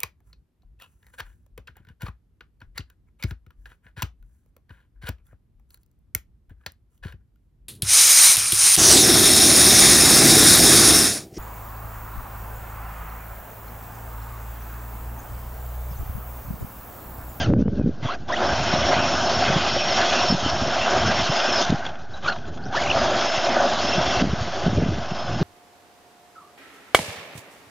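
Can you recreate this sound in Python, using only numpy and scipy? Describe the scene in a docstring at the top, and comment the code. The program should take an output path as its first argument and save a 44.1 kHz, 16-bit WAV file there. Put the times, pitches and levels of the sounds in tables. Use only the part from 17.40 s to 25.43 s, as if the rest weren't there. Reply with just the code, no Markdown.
"""Wind pops hard on a single small microphone, pulling its gain down, as an electric buggy's motor runs down.
After a brief pull, a long one spins circles on dry dirt: gears whine up, grit and clods drum the plastic shell.
The throttle is cut near 4.2 s: teeth clack, loose parts rattle, far birds call. A short pull and a last long one
follow, gusts popping again from 6.8 s. Gears are gliding tones, tyres noise in resonances, wind bent pulses."""
import sys
import numpy as np
from scipy import signal
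from scipy.fft import rfft, irfft, next_fast_len
from scipy.io import wavfile
from scipy.ndimage import uniform_filter1d, map_coordinates

SR = 44100
rng = np.random.default_rng(int(sys.argv[2]) if len(sys.argv) > 2 else 0)


def generate_wav(sig):
    """Save sig (samples, or channels by samples) to the path in sys.argv[1] as 16-bit PCM at SR."""
    pcm = np.round(np.clip(np.atleast_2d(sig).T, -1, 1) * 32767).astype(np.int16)
    wavfile.write(sys.argv[1], SR, pcm)


def makeup_ratio(level_db):
    """Linear amplitude ratio for a level in decibels (20 dB per factor of ten)."""
    decades = np.asarray(level_db, float) / 20
    return 10 ** decades


N = 354123

# Far town and field. Each row: frequency in Hz, relative density in dB per Hz.
AIR_SPECTRUM = [(150, -26), (250, 0), (437, -28), (731, -10), (920, -47.5), (1080, -20.5), (1300, -40),
                (1540, -36), (7020, -55), (7650, -51), (9940, -78.5), (16800, -120)]
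# Bird notes, a list per call. Each row: time in seconds, nominal pitch in Hz, nominal level in dB.
BIRD_CALLS = [
    [(.18, 2450, -52), (.22, 2750, -55), (.27, 3050, -55), (.31, 3120, -58)],
    [(.345, 2900, -55), (.4, 2600, -53), (.445, 2460, -52)],
    [(4.735, 3870, -36.5), (4.76, 3960, -51), (4.84, 3950, -68)],
    [(5.22, 4340, -41), (5.25, 4840, -39.5), (5.277, 5960, -42), (5.3, 4570, -44)],
]

# Buffeting strength. Each row: time in seconds, level in dB before the trim in wind().
WIND_LEVELS = [(0, -35.5), (.1, -23.5), (.3, -25), (.44, -27.5), (.53, -29.5), (.6, -37.5), (.82, -39.5),
               (1.19, -31), (1.5, -34), (1.9, -40), (2.19, -34.5), (2.7, -44.5), (2.9, -38), (3.15, -32.5),
               (3.45, -43.5), (3.7, -28), (3.95, -52.5), (4.3, -39), (4.58, -47), (5.05, -42),
               (5.55, -37.5), (6.0, -45.5), (6.7, -38.5), (6.9, -23), (7.15, -32.5), (7.39, -18),
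               (7.7, -35), (7.94, -30), (8.03, -22.5)]
# Buffeting colour. Each row: frequency in Hz, relative density in dB per Hz.
BUFFET_SPECTRUM = [(18, -43.5), (30, -10), (62, 2.5), (124, 2), (204, -5.5), (294, -7.5), (397, -10),
                   (491, -16.5), (600, -14), (780, -43), (1320, -120)]
# Hardest pops. Each row: time in seconds, nominal push in dB, pitch in Hz, untrimmed edge in dB re the push.
HARD_POPS = [(0.089, -13.5, 145, -45), (.103, -8, 228, -18), (.125, -9, 146, -29), (.137, -7, 260, -10.5),
             (.168, -8, 215, -30), (.192, -5, 225, -35), (.209, -6, 251, -36), (0.224, -3, 210, -25),
             (.261, -6, 210, -30), (.281, -8.5, 215, -14), (0.323, -17, 200, -29),
             (.332, -10.5, 168, -32.5), (.38, -13, 240, -32), (.397, -6.5, 232, -24),
             (0.414, -7.5, 265, -34.5), (.445, -6, 147, -36), (.462, -5, 231, -27), (.475, -4, 200.7, -33),
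             (.493, -8, 245, -30), (.632, -17, 139, -43), (.656, -11, 124, -43), (1.339, -14, 178, -45.5),
             (2.102, -14.5, 190, -41.5), (2.166, -11, 154, -34), (2.906, -13, 190, -35),
             (2.927, -6.5, 224, -36), (2.946, -9, 163, -35), (3.063, -12, 260, -36),
             (3.223, -15, 254.6, -30), (3.699, -17.5, 216, -38), (3.9, -15.5, 144, -39),
             (4.302, -11.5, 159, -38), (4.327, -7.5, 228, -45), (4.344, -14, 148, -39),
             (6.584, -14.5, 167, -34), (6.826, -1, 227, -32), (6.842, -4, 262, -31), (6.853, -6, 205, -37),
             (6.873, -7, 174, -31), (6.935, -5, 188, -37), (7.081, -18, 200, -34), (7.267, -2, 183, -36),
             (7.281, -2, 191, -30), (7.331, -5.5, 204, -30), (7.398, -7, 186, -32), (7.425, -4.5, 246, -30),
             (7.436, -3, 186.2, -33), (7.463, -5.5, 217, -32), (7.489, -2.5, 160, -29),
             (7.584, -9.5, 192, -34), (7.72, -11, 170, -37), (8.018, -6, 166, -28)]
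# Small pops: most dB over WIND_LEVELS, spread below that.
SMALL_POP_DB, SMALL_SCATTER_DB = 8, 8.5
SMALL_EDGE_DB = -23  # added to the pop level to give the edge setting
# Small pops: lowest and highest pitch in Hz.
SMALL_POP_RANGE_HZ = (137, 270)

# Rattle of loose parts, strongest after the cut and as the last pull starts.
# Each row: time in seconds, level in dB.
LOOSE_PARTS_LEVELS = [(0, -46.5), (4.2, -50.5), (4.35, -30.5), (4.49, -37), (4.6, -48.5), (5.1, -46),
                      (5.4, -38), (5.6, -50)]
# Bands of the loose parts. Each row: frequency in Hz, nominal width in Hz, relative level in dB.
RATTLE_MODES = [(760, 150, -1), (1517, 220, -5)]
LUMPS_DB = 3  # unevenness of the ground

# Resonances of the plastic shell. Each row: frequency in Hz, nominal width in Hz, relative level in dB.
SHELL_MODES = [(236, 86, -7), (360.6, 95, -6), (576.5, 117, -4), (685, 167, 0.5), (1050, 900, -10.5),
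               (1260, 400, -12.5), (1518, 375, -8)]
# Resonances of the gearbox. Each row: frequency in Hz, nominal width in Hz, relative level in dB.
GEARBOX_MODES = [(2060, 440, 1), (2500, 220, 1), (2730, 230, 1.5), (3100, 290, 0.5), (3360, 360, 0)]
# Colour of flying grit. Each row: frequency in Hz, relative density in dB per Hz.
GRIT_SPECTRUM = [(1760, -28.5), (3000, 1), (3140, 0.5), (4650, -1.5), (5460, -2.5), (5820, -2.5),
                 (7070, -10.5), (7300, -20), (7650, -42), (9940, -72), (16800, -120)]

# Knocks of the drive train, as pulls begin and while it coasts. Each row: time in seconds,
# strength in dB before filtering, shell share in dB over that.
DRIVE_KNOCKS = [(.882, -31.5, 5), (4.4505, -21, 2), (4.463, -18, 4), (4.4887, -27, -3), (4.554, -33.5, 4),
                (4.8248, -36, 1), (4.9227, -28, 11), (4.9594, -32, 14), (4.9841, -35, -9), (5.053, -38, 12),
                (5.1743, -36, 10), (5.325, -32, 12)]
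# Teeth clacking as the throttle is cut. Each row: time in seconds, strength in dB before filtering.
TOOTH_CLACKS = [(4.213, -6.5), (4.224, -4), (4.239, -11), (4.248, -11), (4.303, -12), (4.357, -20),
                (4.383, -25)]
KNOCK_T60_S, CLACK_T60_S = .04, .018

# Big clods on the shell. Each row: time in seconds, nominal peak in dB, pitch in Hz.
CLOD_HITS = [(1.255, -17, 662), (2.023, -10, 710), (2.554, -19, 684), (4.117, -17, 710), (5.551, -10, 650),
             (5.614, -12, 646), (5.657, -15, 662), (5.749, -14, 697), (6.067, -13.5, 668),
             (6.169, -10.5, 614), (6.632, -13, 683), (6.685, -15, 683), (7.074, -13, 689)]
CLOD_RISE_S, CLOD_T60_S = .004, .039

# Spells of drive noise, slowing wheels included. Each row: start in seconds, end of the run-down's first part
# in seconds, bite in seconds, final dying away of the shell in dB per second.
DRIVE_SPELLS = [(-.1, 0.03, .02, 192), (.618, 0.75, 0.016, 599), (0.879, 4.48, 0.0068, 95),
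                (4.819, 4.98, .015, 300), (5.32, 8.2, 0.034, 102)]
BITE_DB = 17  # a spell starts this far below its level, in every layer
BRIGHT_FADES = 1.7  # grit and gearbox finally die away faster by this factor
STRAIN_HZ, STRAIN_WIDTH_HZ, STRAIN_DB, STRAIN_S = 3360, 330, -38, .105

# Gear mesh while the motor changes speed, a list per spell. Each row: time in seconds, tooth rate in Hz,
# level in dB before the trims in gears().
SPIN_GLIDES = [
    [(0, 1620, -33), (.04, 1500, -32), (.068, 1350, -44)],
    [(.64, 1500, -38), (.665, 1200, -31), (.695, 1050, -28), (.71, 1350, -25), (.73, 1450, -29),
     (.757, 1600, -33)],
    [(.893, 1200, -32), (.909, 900, -22), (.915, 1300, -32), (.921, 1600, -25), (.946, 2000, -24),
     (.957, 2400, -44), (.968, 2700, -28), (.98, 3500, -43), (1, 5000, -36)],
    [(4.84, 1300, -36), (4.865, 1200, -24), (4.872, 1250, -29), (4.878, 1600, -21), (4.888, 1400, -19),
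     (4.898, 1600, -21), (4.908, 1400, -31), (4.927, 1520, -26), (4.942, 1080, -31)],
    [(5.328, 1450, -36), (5.348, 900, -27), (5.355, 1250, -24), (5.364, 1350, -25), (5.372, 1750, -22),
     (5.381, 1720, -25), (5.395, 2200, -30), (5.41, 2150, -38), (5.42, 2600, -48), (5.428, 3000, -32),
     (5.445, 1950, -32), (5.449, 2500, -50), (5.453, 2900, -33), (5.468, 2000, -31), (5.472, 2300, -44),
     (5.477, 2550, -28), (5.486, 2450, -40), (5.499, 2550, -25), (5.506, 2800, -20), (5.515, 2550, -22),
     (5.521, 3100, -33), (5.53, 3750, -31), (5.54, 4400, -48), (5.548, 5000, -35), (5.58, 5100, -38)],
]
# Gear mesh at full throttle, a list per spell. Each row: time in seconds, tooth rate in Hz,
# level in dB before the trims in gears(), flutter as a share of the rate.
WHINE_GLIDES = [
    [(1, 4960, -40, .03), (1.06, 5284, -37, 0.017), (1.12, 5410, -37, .03), (1.42, 5380, -34, .035),
     (1.56, 5500, -37, 0.009), (1.76, 5286, -36, .01), (1.84, 5276, -38.5, .015), (1.99, 5400, -33, 0.022),
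     (2.16, 5363, -49, .01), (2.28, 5334, -38, .006), (2.305, 5200, -36, .004), (2.33, 5520, -31, .004),
     (2.355, 5310, -36, .004), (2.385, 5616, -39, .004), (2.41, 5550, -31, .004), (2.435, 5300, -33, .004),
     (2.48, 5640, -32, .006), (2.525, 5210, -29, .004), (2.57, 5550, -32, .004), (2.63, 5400, -43, .01),
     (2.69, 5490, -35, .004), (2.75, 5370, -38, .004), (2.87, 5460, -31, .003), (2.9, 5370, -27.5, .004),
     (2.99, 5290, -42, .015), (3.08, 5380, -31.5, .025), (3.45, 5300, -42, 0.017), (3.7, 5380, -35, .02),
     (3.8, 5450, -36, .015), (3.9, 5160, -38, 0.032), (3.98, 5150, -31.5, 0.045), (4.1, 5380, -33, 0.029),
     (4.2, 5180, -29, .04), (4.25, 5340, -46, .03)],
    [(5.58, 5100, -33, 0.028), (5.7, 5050, -47, .015), (5.8, 5200, -38, .02), (5.91, 5290, -34, .025),
     (6.02, 5350, -41, .01), (6.08, 5170, -40, .006), (6.12, 5270, -36, .006), (6.17, 5176, -48, .01),
     (6.27, 5260, -40, .01), (6.4, 5200, -47, 0.016), (6.48, 5340, -32.5, 0.031), (6.65, 5440, -46, .01),
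     (6.715, 5340, -33, .003), (6.76, 5380, -44, .003), (6.82, 5550, -46, .005), (6.87, 4720, -40, .005),
     (6.92, 5410, -38.5, .005), (7.65, 5340, -46, .02), (7.8, 5200, -35.5, .02), (7.92, 5240, -42, .015),
     (8.03, 5240, -44, .015)],
]
# Mesh overtones. Each row: multiple of the tooth rate, relative level in dB.
MESH_OVERTONES = [(1, 0), (2, -17), (3, -20), (4, -34)]
# Harsher mesh while the motor runs down. Each row: multiple of the tooth rate, relative level in dB.
BRAKING_OVERTONES = [(1, 5), (2, -7), (3, -8), (4, -17.5)]
FLUTTER_HZ = 52  # mean rate; the load on the gears swings about once a wheel turn

# Levels while the wheels are driven and as they slow down after a cut. Each row: time in seconds,
# shell drumming in dB, grit spray in dB, gearbox ringing in dB before the trim in tyres().
DRIVE_LEVELS = [(0, -30, -37, -31.5), (.69, -28, -41.5, -33), (.89, -27, -43.5, -49),
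                (.96, -26, -37.5, -39), (1.0, -20, -34.5, -34.5), (1.2, -25, -32.5, -31),
                (1.55, -20.5, -30, -28), (1.85, -23, -30.5, -33.5), (2.05, -20, -30, -28),
                (2.4, -26.5, -31.5, -29), (2.62, -22, -27.5, -27), (2.95, -24.5, -29.5, -30.5),
                (3.25, -24, -31.5, -31.5), (3.6, -22, -31.5, -28.5), (3.85, -24.5, -29.5, -28.5),
                (4.16, -23, -30.5, -28), (4.22, -22, -27.5, -35), (4.265, -28.5, -34.5, -34),
                (4.48, -34.5, -49, -44.5), (4.83, -34, -49, -42.5), (4.89, -25.5, -34, -36),
                (4.92, -31.5, -50, -54), (4.98, -46, -51, -58), (5.37, -26.5, -33, -38),
                (5.48, -25, -35, -33), (5.56, -21, -32.5, -31.5), (5.8, -22, -31.5, -29.5),
                (6.0, -24.5, -31.5, -30), (6.17, -19, -33.5, -33), (6.4, -24, -31.5, -33.5),
                (6.6, -23, -32, -29.5), (7.0, -20.5, -29.5, -30), (7.4, -22.5, -33, -29.5),
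                (7.7, -24, -35, -32), (8.03, -24.5, -35, -33)]
# Free rolling levels in dB, in the same order: shell, grit, gearbox (same trim).
FREE_ROLLING_DB = [-46.5, -55, -57.5]
# Upper shell modes as the shell turns to or from the microphone. Each row: time in seconds,
# gain in dB over the lower modes.
UPPER_SHELL_GAINS = [(.9, -0.5), (1.3, 0.5), (1.6, -0.5), (2.1, -1.5), (2.6, 2), (3.3, -0.5), (4.1, 1.5),
                     (5.5, -1.5), (5.8, 1), (6.05, -2.5), (6.3, -2), (6.7, -0.5), (7.2, -1.5), (8, -1)]
# Moments when one gearbox mode rings out, a list per mode. Each row: time in seconds,
# half length in seconds, rise in dB.
GEARBOX_SWELLS = [
    [(1.44, .04, 6), (5.99, .02, 4.5), (6.12, .04, 9), (6.7, .015, 5), (6.8, 0.016, 6.5)],
    [(1.58, .04, 8.5), (2.07, .04, 9), (2.41, .03, 9.5), (2.72, 0.057, 8), (7.58, .03, 6.5)],
    [(1.25, .04, 6), (1.62, 0.022, 9.5), (2.8, .06, 9.5), (3.42, .04, 11), (3.95, .06, 5.5),
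     (5.96, .04, 5.5), (6.53, 0.034, 11), (6.79, .03, 7)],
    [(1.28, .04, 7.5), (1.45, 0.037, 9.5), (1.58, 0.034, 8.5), (1.82, .03, 12), (2.21, 0.045, 6),
     (2.41, .025, 8.5), (2.47, 0.022, 6.5), (3.06, .05, 12.5), (3.62, 0.036, 5)],
    [(2.7, 0.065, 7), (5.82, 0.033, 6.5), (6.49, .02, 7.5), (6.59, .04, 8), (6.68, 0.03, 5), (7.14, .03, 7)],
]

HOLD_DB, RECOVER_DB_PER_S, SENSE_S = -12.5, 8, .0045  # microphone gain control
TOP_HZ = 7430


def unit(x):
    """Scaled to rms 1."""
    return x / np.sqrt(np.mean(x ** 2) + 1e-20)


def curves(rows):
    """One value per sample for each column after the time."""
    time_s, *columns = np.transpose(rows)
    return [np.interp(np.arange(N) / SR, time_s, column) for column in columns]


def wobble(rate_hz):
    """A smooth random curve with rate_hz knots a second."""
    knots = rng.standard_normal(int(N * rate_hz / SR) + 4)
    return map_coordinates(knots, [np.arange(N) * rate_hz / SR])


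def filtered(x, response):
    """x times a complex response of frequency."""
    size = next_fast_len(N + SR // 2)
    spectrum = rfft(x, size) * response(np.fft.rfftfreq(size, 1 / SR))
    return irfft(spectrum, size)[..., :N]


def colour(points):
    """Gain through (Hz, dB) points on a log frequency axis."""
    f, db = np.transpose(points)
    return lambda hz: makeup_ratio(np.interp(np.log(hz + 1), np.log(f + 1), db))


def mode(centre_hz, width_hz):
    """A steep-sided resonance: a second-order bandpass, squared."""
    def response(f):
        damping = 1j * f * width_hz
        return (damping / (centre_hz ** 2 - f ** 2 + damping)) ** 2
    return response


def body(modes):
    """Modes that are shaken independently add in power."""
    return lambda f: np.sqrt(sum(np.abs(makeup_ratio(db) * mode(hz, width_hz)(f)) ** 2 for hz, width_hz, db in modes))


def patchy(depth_db):
    """Noise with patches of random gain in time and frequency."""
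    z = signal.stft(rng.standard_normal(N), nperseg=256)[2]
    field = uniform_filter1d(rng.standard_normal(z.shape), 3, 0)
    field = uniform_filter1d(field, 10, 1)
    return signal.istft(z * makeup_ratio(depth_db * unit(field)), nperseg=256)[1][:N]


def stones(per_second):
    """Impacts of random strength at random moments."""
    hits = rng.random(N) < per_second / SR
    return unit(hits * rng.standard_normal(N))


def rattles(rows, t60_s):
    """A short decaying burst of noise for each (s, dB)."""
    x, t = np.zeros(N + SR), np.arange(SR // 20) / SR
    for start_s, db in rows:
        envelope = makeup_ratio(db - 60 * t / t60_s) * (1 - np.exp(-t / .001))
        x[round(start_s * SR):][:len(t)] += envelope * rng.standard_normal(len(t))
    return x[:N]


def tone(rows, waver, rasp, overtones, rate_hz=45, flutter=0):
    """A gliding line: its pitch wavers and flutters by a share, and noise sidebands make it rasp."""
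    hz, db = curves(rows)[:2]
    t = np.arange(N) / SR
    edge = np.clip(np.minimum(t - rows[0][0], rows[-1][0] - t) / .0066, 0, 1)
    drift = waver * (wobble(rate_hz) + .5 * wobble(3 * rate_hz))
    phase = 2 * np.pi * np.cumsum(hz * (1 + flutter + drift)) / SR

    def line(k):
        in_phase = (1 + k * rasp * wobble(200)) * np.sin(k * phase)
        return in_phase + k * rasp * wobble(400) * np.cos(k * phase)

    lines = sum(makeup_ratio(level_db) * line(k) * (k * hz < SR / 6) for k, level_db in overtones)
    return edge * makeup_ratio(db) * lines


def surroundings():
    """A steady far hush of coloured noise with a few whistled birds; the last one trills."""
    hush = makeup_ratio(-64.5) * unit(filtered(rng.standard_normal(N), colour(AIR_SPECTRUM)))
    whistles = sum(tone(rows, waver=.004, rasp=.3, overtones=[(.99, 0)]) for rows in BIRD_CALLS[:-1])
    trill = tone(BIRD_CALLS[-1], waver=.04, rasp=2.5, overtones=[(.62, -21), (1, -17)], rate_hz=220)
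    return hush + whistles + trill * wobble(1100)


def wind():
    """Lumpy buffeting, and eddies that push the membrane for a cycle or two; some end in a sharp edge."""
    wind_db, = curves(WIND_LEVELS)
    gusts = makeup_ratio(5 * np.tanh(wobble(22)) + 2.5 * wobble(60))
    bed = unit(gusts * filtered(rng.standard_normal(N), colour(BUFFET_SPECTRUM)))

    when, size, pitch = rng.random(size=(160, 3)).T
    small_db = wind_db[(when * N).astype(int)] + SMALL_POP_DB - SMALL_SCATTER_DB * size
    small_hz = np.interp(pitch, [0, 1], SMALL_POP_RANGE_HZ)
    small = np.transpose([when * N / SR, small_db, small_hz, small_db + SMALL_EDGE_DB])

    pops, t = np.zeros(N + SR), np.arange(-SR // 50, SR // 50) / SR
    turns = rng.random(len(small) + len(HARD_POPS))
    for (time_s, db, hz, edge_db), turn in zip([*small, *HARD_POPS], turns):
        push = np.exp(-(t * hz / .9) ** 2) * np.cos(2 * np.pi * (hz * t + turn))
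        lopsided = .65 * push ** 2 * np.sign(turn - .5)
        edge = makeup_ratio(edge_db + 9) * np.tanh(t / .00015) * np.exp(-np.abs(t) / .001)
        pops[round(time_s * SR):][:len(t)] += makeup_ratio(db) * (push + lopsided + edge)
    return makeup_ratio(wind_db + 4.5) * bed + pops[SR // 50:][:N]


def loose_parts():
    """Loose parts rattle in two bands over the lumps, strongest after the cut and as the last pull starts."""
    rattle = makeup_ratio(LUMPS_DB * wobble(45)) * filtered(rng.standard_normal(N), body(RATTLE_MODES))
    return makeup_ratio(curves(LOOSE_PARTS_LEVELS)[0]) * unit(rattle)


def knocks():
    """Each knock is a short rattle, bright in the gearbox and dull in the shell; a clack is only a dry tick."""
    box = body([*GEARBOX_MODES, (STRAIN_HZ, STRAIN_WIDTH_HZ, 7)])
    grit = colour(GRIT_SPECTRUM)
    box_bursts = rattles([(s, db) for s, db, _ in DRIVE_KNOCKS], KNOCK_T60_S)
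    shell_bursts = rattles([(s, db + share_db) for s, db, share_db in DRIVE_KNOCKS], KNOCK_T60_S)
    bright = filtered(box_bursts, lambda f: box(f) + makeup_ratio(-10) * grit(f))
    dull = filtered(shell_bursts, body(SHELL_MODES))
    clacks = filtered(rattles(TOOTH_CLACKS, CLACK_T60_S), grit)
    return makeup_ratio(2.5) * bright + makeup_ratio(11) * dull + clacks


def clods():
    """Each big clod sets one low mode of the shell ringing for a moment."""
    x, t = np.zeros(N + SR), np.arange(SR // 20) / SR
    for time_s, db, hz in CLOD_HITS:
        envelope = makeup_ratio(db - 60 * t / CLOD_T60_S) * 2 * (1 - np.exp(-t / CLOD_RISE_S))
        x[round(time_s * SR):][:len(t)] += envelope * np.sin(2 * np.pi * hz * t)
    return x[:N]


def strain():
    """As each spell begins, the motor still slow under load, one narrow band of the drive sings."""
    t = np.arange(N) / SR
    on = sum(np.clip(np.minimum(t - s, s + STRAIN_S - t) / .017, 0, 1) for s, *_ in DRIVE_SPELLS)
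    return makeup_ratio(STRAIN_DB) * on * unit(filtered(patchy(depth_db=5), mode(STRAIN_HZ, STRAIN_WIDTH_HZ)))


def gears():
    """The tooth rate screeches in broken pieces as the motor changes speed, then flutters with the wheel load."""
    running_down = tone(SPIN_GLIDES[0], waver=.02, rasp=.55, overtones=BRAKING_OVERTONES)
    spinning_up = sum(tone(rows, waver=.04, rasp=.5, overtones=MESH_OVERTONES, rate_hz=150)
                      for rows in SPIN_GLIDES[1:])
    swing = np.sin(2 * np.pi * np.cumsum(FLUTTER_HZ * (1 + .2 * wobble(15))) / SR)
    full = sum(tone(rows, waver=.008, rasp=.25, overtones=MESH_OVERTONES[:1], rate_hz=85,
                    flutter=curves(rows)[2] * swing) for rows in WHINE_GLIDES)
    slipping = wobble(110)  # the teeth lose and regain contact
    up_gain = makeup_ratio(1.2 * slipping + 2.2 * wobble(260) + 1.5)
    down_gain = makeup_ratio(3 * slipping - 1)
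    full_gain = makeup_ratio(2 * slipping + 2 * wobble(30) + 2.5)
    return up_gain * spinning_up + down_gain * running_down + full_gain * full


def drive_gains():
    """Gains of shell, grit and gearbox: a quick bite at each spell, a final dying away, over free rolling."""
    t = np.arange(N) / SR

    def gate_db(fades):
        spells = []
        for on_s, off_s, bite_s, down_db_per_s in DRIVE_SPELLS:
            bite_db = -BITE_DB * np.clip(1 - (t - on_s) / bite_s, 0, 1)
            fade_db = fades * down_db_per_s * np.clip(t - off_s, 0, None)
            spells.append(np.where(t < on_s, -120, bite_db - fade_db))
        return np.max(spells, axis=0)

    lumps_db = LUMPS_DB * wobble(35)
    layers = zip(curves(DRIVE_LEVELS), [1, BRIGHT_FADES, BRIGHT_FADES], FREE_ROLLING_DB)
    return [np.hypot(makeup_ratio(db + gate_db(fades)), makeup_ratio(roll_db + lumps_db)) for db, fades, roll_db in layers]


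def tyres():
    """Tread blocks bite unevenly: clods drum the shell, grit hisses and the gearbox rings; all bump together."""
    drum_gain, grit_gain, box_gain = drive_gains()
    t = np.arange(N) / SR
    bumps_db = .29 * wobble(12) + wobble(60)

    blows = patchy(depth_db=2) + .34 * stones(per_second=400)
    lower = filtered(blows, body(SHELL_MODES[:4]))
    upper = makeup_ratio(curves(UPPER_SHELL_GAINS)[0]) * filtered(blows, body(SHELL_MODES[4:]))
    drum = unit(makeup_ratio(bumps_db) * (lower + upper))

    spray = patchy(depth_db=2.5) + .5 * stones(per_second=1200)
    grit = unit(filtered(spray, colour(GRIT_SPECTRUM)))

    box = np.zeros(N)
    for ring, swells in zip(GEARBOX_MODES, GEARBOX_SWELLS):
        swell_db = sum(db * np.exp(-((t - s) / half_s) ** 2) for s, half_s, db in swells)
        shaking = makeup_ratio(swell_db + 1.2 * wobble(7) + 2.5 * wobble(40)) * rng.standard_normal(N)
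        box += filtered(shaking, body([ring]))

    bright = grit_gain * grit + makeup_ratio(-2.5) * box_gain * unit(box)
    return drum_gain * drum + makeup_ratio(.87 * bumps_db) * bright


def scene():
    """One microphone feeds both channels."""
    background = surroundings() + wind()
    buggy = loose_parts() + knocks() + clods() + strain() + gears() + tyres()
    return np.tile(background + buggy, (2, 1))


def gain_control(x):
    """The gain drops at once under a loud peak and creeps back at a steady rate in dB."""
    width = max(int(SENSE_S * SR), 1)
    level_db = 10 * np.log10(np.abs(uniform_filter1d(x ** 2, width)) + 1e-12)
    creep_db = RECOVER_DB_PER_S * np.arange(N) / SR
    excess_db = np.clip(level_db - HOLD_DB, 0, None)
    cut_db = np.maximum.accumulate(excess_db + creep_db, axis=1) - creep_db
    return x * makeup_ratio(-uniform_filter1d(cut_db, width))


def roll_off(x):
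    """The treble ends steeply here."""
    return signal.sosfilt(signal.butter(12, 7800, fs=SR, output="sos"), x)


def record(dry):
    """Gain control and rounded peaks, then a bass cut, a steep band limit and a small converter offset."""
    held = gain_control(dry)
    rounded = held / (1 + np.abs(held / .52) ** 4) ** (1 / 4)
    limited = filtered(rounded, lambda hz: 1j * hz / (35 + 1j * hz) / (1 + (hz / TOP_HZ) ** 90))
    return roll_off(limited + .0286)


dry = scene()
out = record(dry)
generate_wav(out)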